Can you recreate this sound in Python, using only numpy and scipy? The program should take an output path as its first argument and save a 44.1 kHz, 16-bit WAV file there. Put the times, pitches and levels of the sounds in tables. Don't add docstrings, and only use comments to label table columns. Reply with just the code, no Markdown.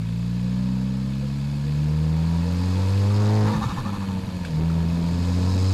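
import sys
import numpy as np
from scipy import signal
from scipy.fft import rfft, irfft
from scipy.io import wavfile

SR = 44100
rng = np.random.default_rng(int(sys.argv[2]) if len(sys.argv) > 2 else 0)


def unload_audio(sound):
    columns = np.transpose(np.atleast_2d(sound))
    steps = np.round(np.clip(columns, -1, 1) * 32767)
    wavfile.write(sys.argv[1], SR, steps.astype(np.int16))


def attenuation_scalar(level_db):
    decades = np.asarray(level_db, float) / 20
    return 10 ** decades


N = 252693
T = np.arange(N) / SR

PULSE_LAG = [0, -2.2, 2.9, 1.0, -1.5]
# f/Hz, width/Hz, lift/dB
PANEL_RINGS = [(458, 9.8, 0.5), (926, 340, 3), (1320, 11, 5), (1713, 80, 6.5), (2000, 78, -4),
               (2214, 100, 4), (2274, 32, 5), (2552, 100, 9), (2870, 27, 6), (3170, 22, 9.5),
               (3480, 52, 6.5), (3620, 10, -8), (4300, 220, 5), (4750, 190, 3.5), (4760, 99, 5),
               (4930, 160, -23), (5570, 68, 6), (5420, 80, -19), (5700, 80, 8), (6650, 200, 8.5),
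               (7510, 150, 9), (7910, 120, 5), (8100, 60, -3), (8830, 87, 9), (9800, 60, 6.5),
               (11070, 150, 1.5), (11540, 100, 4.5), (12500, 80, -5), (14650, 220, 8)]
# f/Hz, width/Hz, lift/dB
DUCT_WHISTLES = [(3700, 49, 15), (3840, 250, 7), (4700, 35, 5.2), (5183, 42, 7.4), (6300, 86, 6),
                 (6760, 110, 5.7), (1775, 28, 8.3), (2450, 136.4, 4.1)]
LIFT_S, PRESS_S = 3.46, 4.49


def evened(x):
    return x / np.sqrt(np.mean(x ** 2) + 1e-20)


def read(points, hz):
    f, value = np.transpose(points)
    return np.interp(np.log(hz + 1), np.log(f + 1), value)


def columns(rows):
    s, *rest = np.transpose(rows)
    return [np.interp(T, s, c) for c in rest]


def drift(rate_hz):
    lowpass = signal.butter(2, rate_hz, fs=SR, output="sos")
    return evened(signal.sosfilt(lowpass, rng.standard_normal(N)))


def ramp(s, length):
    return np.sin(np.pi / 2 * np.clip((T - s) / length, 0, 1)) ** 2


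def coloured(x, points, lo_hz, hi_hz, rings=()):
    hz = np.fft.rfftfreq(len(x), 1 / SR)
    lift_db = sum(db / (1 + (2 * (hz - f) / w) ** 2) for f, w, db in rings)
    z = rfft(x) * attenuation_scalar(read(points, hz) + lift_db)
    inside = (hz > lo_hz) & (hz < hi_hz)
    return irfft(z, len(x)) * len(x) / np.sqrt(2 * np.sum(abs(z[inside]) ** 2))


def add(mix, s, sound):
    part = mix[round(s * SR):][:len(sound)]
    part += sound[:len(part)]


def road(db):
    # f/Hz, spectral level/dB
    rumble_colour = [(4, 13.5), (12, 9.5), (30, 0.5), (55, -8.5), (130, -3), (250, -1.5), (330, -18.5),
                     (700, -16.5), (1500, -85), (3000, -110)]
    lumps_db = 1.6 * drift(8)
    return attenuation_scalar(db + 4.0 + lumps_db) * coloured(rng.standard_normal(N), rumble_colour, 19.8, 53.0)


def intake(turns, db, idle_db=-53):
    # f/Hz, spectral level/dB
    rush_colour = [(1500, -63), (3000, -50), (3900, 4.5), (5000, 10), (5700, -1), (6800, 0.5), (8500, -4),
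                   (12000, -70), (15700, -41)]
    power = np.maximum(attenuation_scalar(2 * db) - attenuation_scalar(2 * idle_db), 0)
    breath = 1 + 0.27 * np.cos(4 * np.pi * turns + 2.05) + 0.087 * drift(60)
    rush = coloured(rng.standard_normal(N), rush_colour, 3500, 6700, DUCT_WHISTLES)
    return np.sqrt(power) * breath * rush


def clatter(turns, db):
    # f/Hz, spectral level/dB
    metal_colour = [(250, 3.5), (400, -8.5), (500, -11.5), (700, -23.5), (950, -13), (1700, -16.5),
                    (3700, -18), (4800, -19), (5600, -27), (9300, -31), (11600, -32), (12600, -33.5),
                    (13300, -39), (15700, -51)]
    # low f/Hz, high f/Hz, phase/cycle, flare depth, extra on every second firing
    parts = [(250, 1400, .3, 1.6, .3), (1400, 3300, 0, 1.9, .2), (3300, 5600, .85, 1.7, .1),
             (5600, 10300, .9, .8, .1), (10300, 12800, .1, 1.3, .5), (12800, 17000, .1, .4, .1)]
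    noise = coloured(rng.standard_normal(N), metal_colour, 1180, 3410, PANEL_RINGS)
    out = 0
    for lo_hz, hi_hz, place, depth, extra in parts:
        firing, since = np.divmod(turns - place + 1, 1)
        size = attenuation_scalar(0.28 * rng.standard_normal(1000))[firing.astype(int)]
        size = size * (1 + extra * (-1) ** firing)
        flare = evened(1 + depth * size * 4 * since * np.exp(1 - 4 * since))
        band = signal.butter(3, [lo_hz, hi_hz], "band", fs=SR, output="sos")
        out = out + flare * signal.sosfiltfilt(band, noise)
    return attenuation_scalar(db - 1.6) * out


def thumps():
    # t/s, peak level/dB, f/Hz
    late_burns = [(3.554, -17, 154), (3.581, -17, 117.3), (3.57, -21, 62), (3.632, -21, 68),
                  (3.669, -14.5, 118.5), (3.701, -22, 61.6), (3.738, -18, 178), (3.802, -23.5, 130),
                  (3.8, -23, 30), (3.98, -29, 35), (4.15, -37, 60.3), (4.21, -37, 137), (4.249, -25, 121),
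                  (4.42, -35, 95.1), (4.45, -34, 50)]
    out, t = np.zeros(N), T[:SR // 10]
    for s, db, hz in late_burns:
        swell = (t / 0.022) * np.exp(1 - t / 0.013)
        add(out, s - .015, attenuation_scalar(db) * swell * np.sin(2 * np.pi * hz * t))
    return out


def clacks():
    # t/s, peak level/dB, ring f/Hz, brightness/dB
    strikes = [
        (0.5194, -40, 1650, -13),
        (4.4493, -24.5, 1610, -10),
        (4.7, -27, 1320, -19),
    ]
    modes = [(1, 0), (2.1, -7), (5.2, -17)]
    rattle_colour = [(800, -31), (2500, 11), (9000, -4), (15000, -20)]
    out, t = np.zeros(N), T[:SR // 10]
    for s, db, hz, bright_db in strikes:
        ring, *upper = (attenuation_scalar(d) * np.sin(2 * np.pi * k * hz * t) * np.exp(-t / 0.0026) for k, d in modes)
        rattle = coloured(rng.standard_normal(len(t)), rattle_colour, 800, 15000)
        tick_and_tail = 0.14 * np.exp(-t / 0.0024) + 0.17 * np.exp(-t / 0.036)
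        bright = sum(upper) + rattle * tick_and_tail
        onset = np.minimum(t / 0.00081, 1)
        add(out, s, attenuation_scalar(db) * (ring + attenuation_scalar(bright_db + 7) * bright) * onset)
    return out


def flutter():
    # t/s, peak level/dB, duct ring f/Hz
    surges = [(3.462, -19, 1022), (3.539, -21, 1075), (3.622, -19.5, 1152), (3.694, -23, 1078),
              (3.772, -24.5, 1002), (3.858, -25.5, 1153), (3.937, -27.5, 1055), (4.015, -28.5, 1032),
              (4.09, -34, 1020), (4.169, -41, 1014)]
    # f/Hz, spectral level/dB
    surge_colour = [(290, -36), (500, -1), (722, -44), (784, 1.5), (1160, 0), (1550, -12), (1830, -11.5),
                    (1930, -53), (2500, -25), (3100, -35), (3860, -22), (6490, -25.5), (12000, -45)]
    puff_s, lead_s = 0.066, .014
    hiss = coloured(rng.standard_normal(N), surge_colour, 700, 1200, DUCT_WHISTLES)
    out, t = np.zeros(N), T[:SR // 8]
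    swell = np.sin(np.pi * np.minimum(t / puff_s, 1) ** .75) ** 1.2 + .25 * np.sin(np.pi * t / t[-1])
    for s, db, hz in surges:
        climb_hz = hz * (.9 + .27 * np.tanh(t / 0.041))
        tone = np.exp(2j * np.pi * np.cumsum(climb_hz) / SR)
        noise = [1, 1j] @ rng.standard_normal((2, len(t)))
        breathy = signal.lfilter([1], [1, -np.exp(-np.pi * 55 / SR)], noise)
        breath = evened(abs(breathy)) * breathy / abs(breathy)
        ring = evened(((1 + .45 * breath) * tone).real)
        puff = 0.51 * ring + 0.72 * hiss[round(s * SR):][:len(t)]
        add(out, s - lead_s, attenuation_scalar(db - 11.5) * swell * puff)
    return out


def burble():
    start_s = 3.52
    roar_colour = [(35, -20), (60, -4), (130, 2.5), (250, -1.5), (350, -14.5), (900, -53)]
    roar = coloured(rng.standard_normal(N), roar_colour, 50, 300)
    fade_db = -31.5 - 14.5 * np.maximum(T - start_s, 0) + 3.8 * drift(12.6)
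    return ramp(start_s, .03) * attenuation_scalar(fade_db) * roar


def rasp(turns, db):
    # f/Hz, level/dB
    bay_colour = [(100, 2), (300, -3), (400, -17.5), (470, 1.5), (540, -3), (700, -15.5), (800, -9),
                  (950, -3.5), (1300, -11.5), (2000, -16), (3500, -110)]
    shaky = turns + .005 * drift(20)
    lags = PULSE_LAG[-1] + 1.2 * np.arange(12) ** 1.5
    lines, halves = 0, 0
    for k, lag in enumerate(lags):
        lines = lines + attenuation_scalar(2.63 * drift(3.0) - 1.45 * k) * np.cos(2 * np.pi * (5 + k) * shaky + lag)
    for k in range(1, 12):
        phase = (k + .5) * shaky + rng.random()
        halves = halves + attenuation_scalar(5.4 * drift(6.8)) * np.cos(2 * np.pi * phase)
    roar = coloured(rng.standard_normal(N), [(300, -12), (650, -9), (900, 0), (SR, 0)], 300, 1600)
    drive = evened(lines + 0.52 * halves) + .5 * roar
    return attenuation_scalar(db - 3.0) * coloured(drive, bay_colour, 380, 680, PANEL_RINGS)


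def orders(firing_hz, shut, boost):
    # f/Hz, level/dB
    order_1 = [(56, -36), (60, -35.5), (71, -35), (78, -26.5), (85, -26), (90, -24.5), (99, -20.5),
               (107, -19.5)]
    order_2 = [(112, -29), (132, -29), (143, -26.5), (149, -22.5), (165, -22.5), (176, -27.5), (196, -32.5),
               (214, -21.5)]
    order_3 = [(168, -30), (188, -24.5), (206, -32.5), (222, -36), (247, -39.5), (268, -36.5), (306, -50),
               (321, -30.5)]
    order_4 = [(224, -41), (239, -45.5), (251, -37.5), (287, -49.5), (300, -44), (340, -57), (408, -49.5),
               (428, -30.5)]
    coasting_db = [-30.5, -30, -46, -72]
    boost_db = [5.9, 0.057, 4.5, 0.12]
    # start t/s, length t/s, order 1 change/dB, higher orders change/dB
    misfires = [(3.53, .12, -5, 3), (3.65, .2, -7, -13), (3.955, .025, -7, -7), (4.045, .03, -7, -3),
                (4.2, .03, -8, -10), (4.25, .025, -8, -14), (4.305, .025, -9, -16), (4.375, .03, -12, -2),
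                (4.435, .06, -5, -6), (4.92, .17, -4, 1)]
    responses = [order_1, order_2, order_3, order_4]
    loaded = np.array([read(p, k * firing_hz) for k, p in enumerate(responses, 1)])
    loaded = loaded + np.outer(boost_db, boost - .3)
    stumble = 0
    for s, length, first_db, higher_db in misfires:
        dip = ramp(s - .008, 0.011) - ramp(s + length - .008, 0.019)
        stumble = stumble + dip * np.array([[first_db], [higher_db], [higher_db], [higher_db]])
    bite = -12 * (ramp(PRESS_S - .02, 0.031) - ramp(PRESS_S + 0.04, .07))
    bite = bite * np.array([[1], [0], [0], [0]])
    return loaded + shut * (np.array(coasting_db)[:, None] - loaded) + stumble + bite


def boom(turns, firing_hz, orders_db, uneven):
    out = 0
    rounding = 1.7 * np.clip((85 - firing_hz) / 15, 0, 1)
    for k, (db, lag) in enumerate(zip(orders_db, PULSE_LAG), 1):
        shake = uneven * 0.66 * k ** .5 * (drift(34) + 1j * 0.97 * drift(34))
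        phase = 2 * np.pi * k * turns + lag + (k == 2) * rounding
        out = out + attenuation_scalar(db + 4.0) * ((1 + shake) * np.exp(1j * phase)).real
    return out


def scene():
    # t/s, firing f/Hz, boost 0-1
    driving = [(0, 55.58, 0.13), (.5, 61.25, 0.21), (1.05, 65.98, 0.19), (1.7, 72.82, 0.2),
               (2.27, 82.04, 0.27), (2.75, 92.24, 0.48), (3.1, 101.7, 0.61), (3.35, 106.8, 0.78),
               (3.47, 104.9, 0.58), (3.63, 106.9, 0.2), (3.87, 99.84, 0.05), (4.25, 92.33, 0.13),
               (4.41, 89, 0.21), (4.535, 77.6, 0.25), (4.65, 81.7, .18), (4.92, 84.6, 0.28),
               (5.07, 84.5, .38), (5.73, 95.5, 0.99)]
    # firing f/Hz, level/dB
    rasp_by_speed = [(57, -53), (62.5, -43.5), (65, -45), (71, -48.5), (78, -43), (92, -38.5), (101, -36.5),
                     (107, -29.5)]
    firing_hz, boost = columns(driving)
    firing_hz = firing_hz + .25 * drift(5.85)
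    turns = 0.2576 + np.cumsum(firing_hz) / SR
    open_s = .07
    shut = ramp(LIFT_S, .11) - ramp(PRESS_S, open_s)
    eased = ramp(LIFT_S, 0.24) - ramp(PRESS_S, open_s)
    uneven = np.clip(0.038 + shut * (0.071 - 0.038), 0, 1)

    road_db = -55 + 2 * T - 2 * shut
    intake_db = -54 + 14.5 * boost
    clatter_db = -50.5 + 0.2026 * np.maximum(firing_hz - 65.1, 0) + 1 * boost - 2.5 * shut
    rasp_db = (1 - eased) * read(rasp_by_speed, firing_hz) + eased * -45
    orders_db = orders(firing_hz, shut, boost)

    mix = road(road_db) + intake(turns, intake_db) + clatter(turns, clatter_db)
    mix = mix + thumps() + clacks() + flutter() + burble()
    mix = mix + rasp(turns, rasp_db) + boom(turns, firing_hz, orders_db, uneven)
    return mix[None]


def treble_grain(heard):
    hz, _, z = signal.stft(heard, SR, nperseg=1024, boundary="odd", padded=False)
    grain = abs(z) * np.exp(2j * np.pi * rng.random(z.shape)) * (hz > 1800)[:, None]
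    grain = signal.istft(grain, SR, nperseg=1024)[1]
    return attenuation_scalar(-9) * np.pad(grain, ((0, 0), (0, 1024)))[:, :N]


def top_cut(x):
    return signal.sosfilt(signal.butter(12, 15750, fs=SR, output="sos"), x)


def record(dry):
    rail, low_cut_hz = .167, 40
    pole = np.exp(-2 * np.pi * low_cut_hz / SR)
    heard = signal.lfilter([1, -1], [1, -pole], np.clip(dry, -rail, rail))
    heard = heard + treble_grain(heard)
    return top_cut(heard)


dry = scene()
out = record(dry)
unload_audio(out)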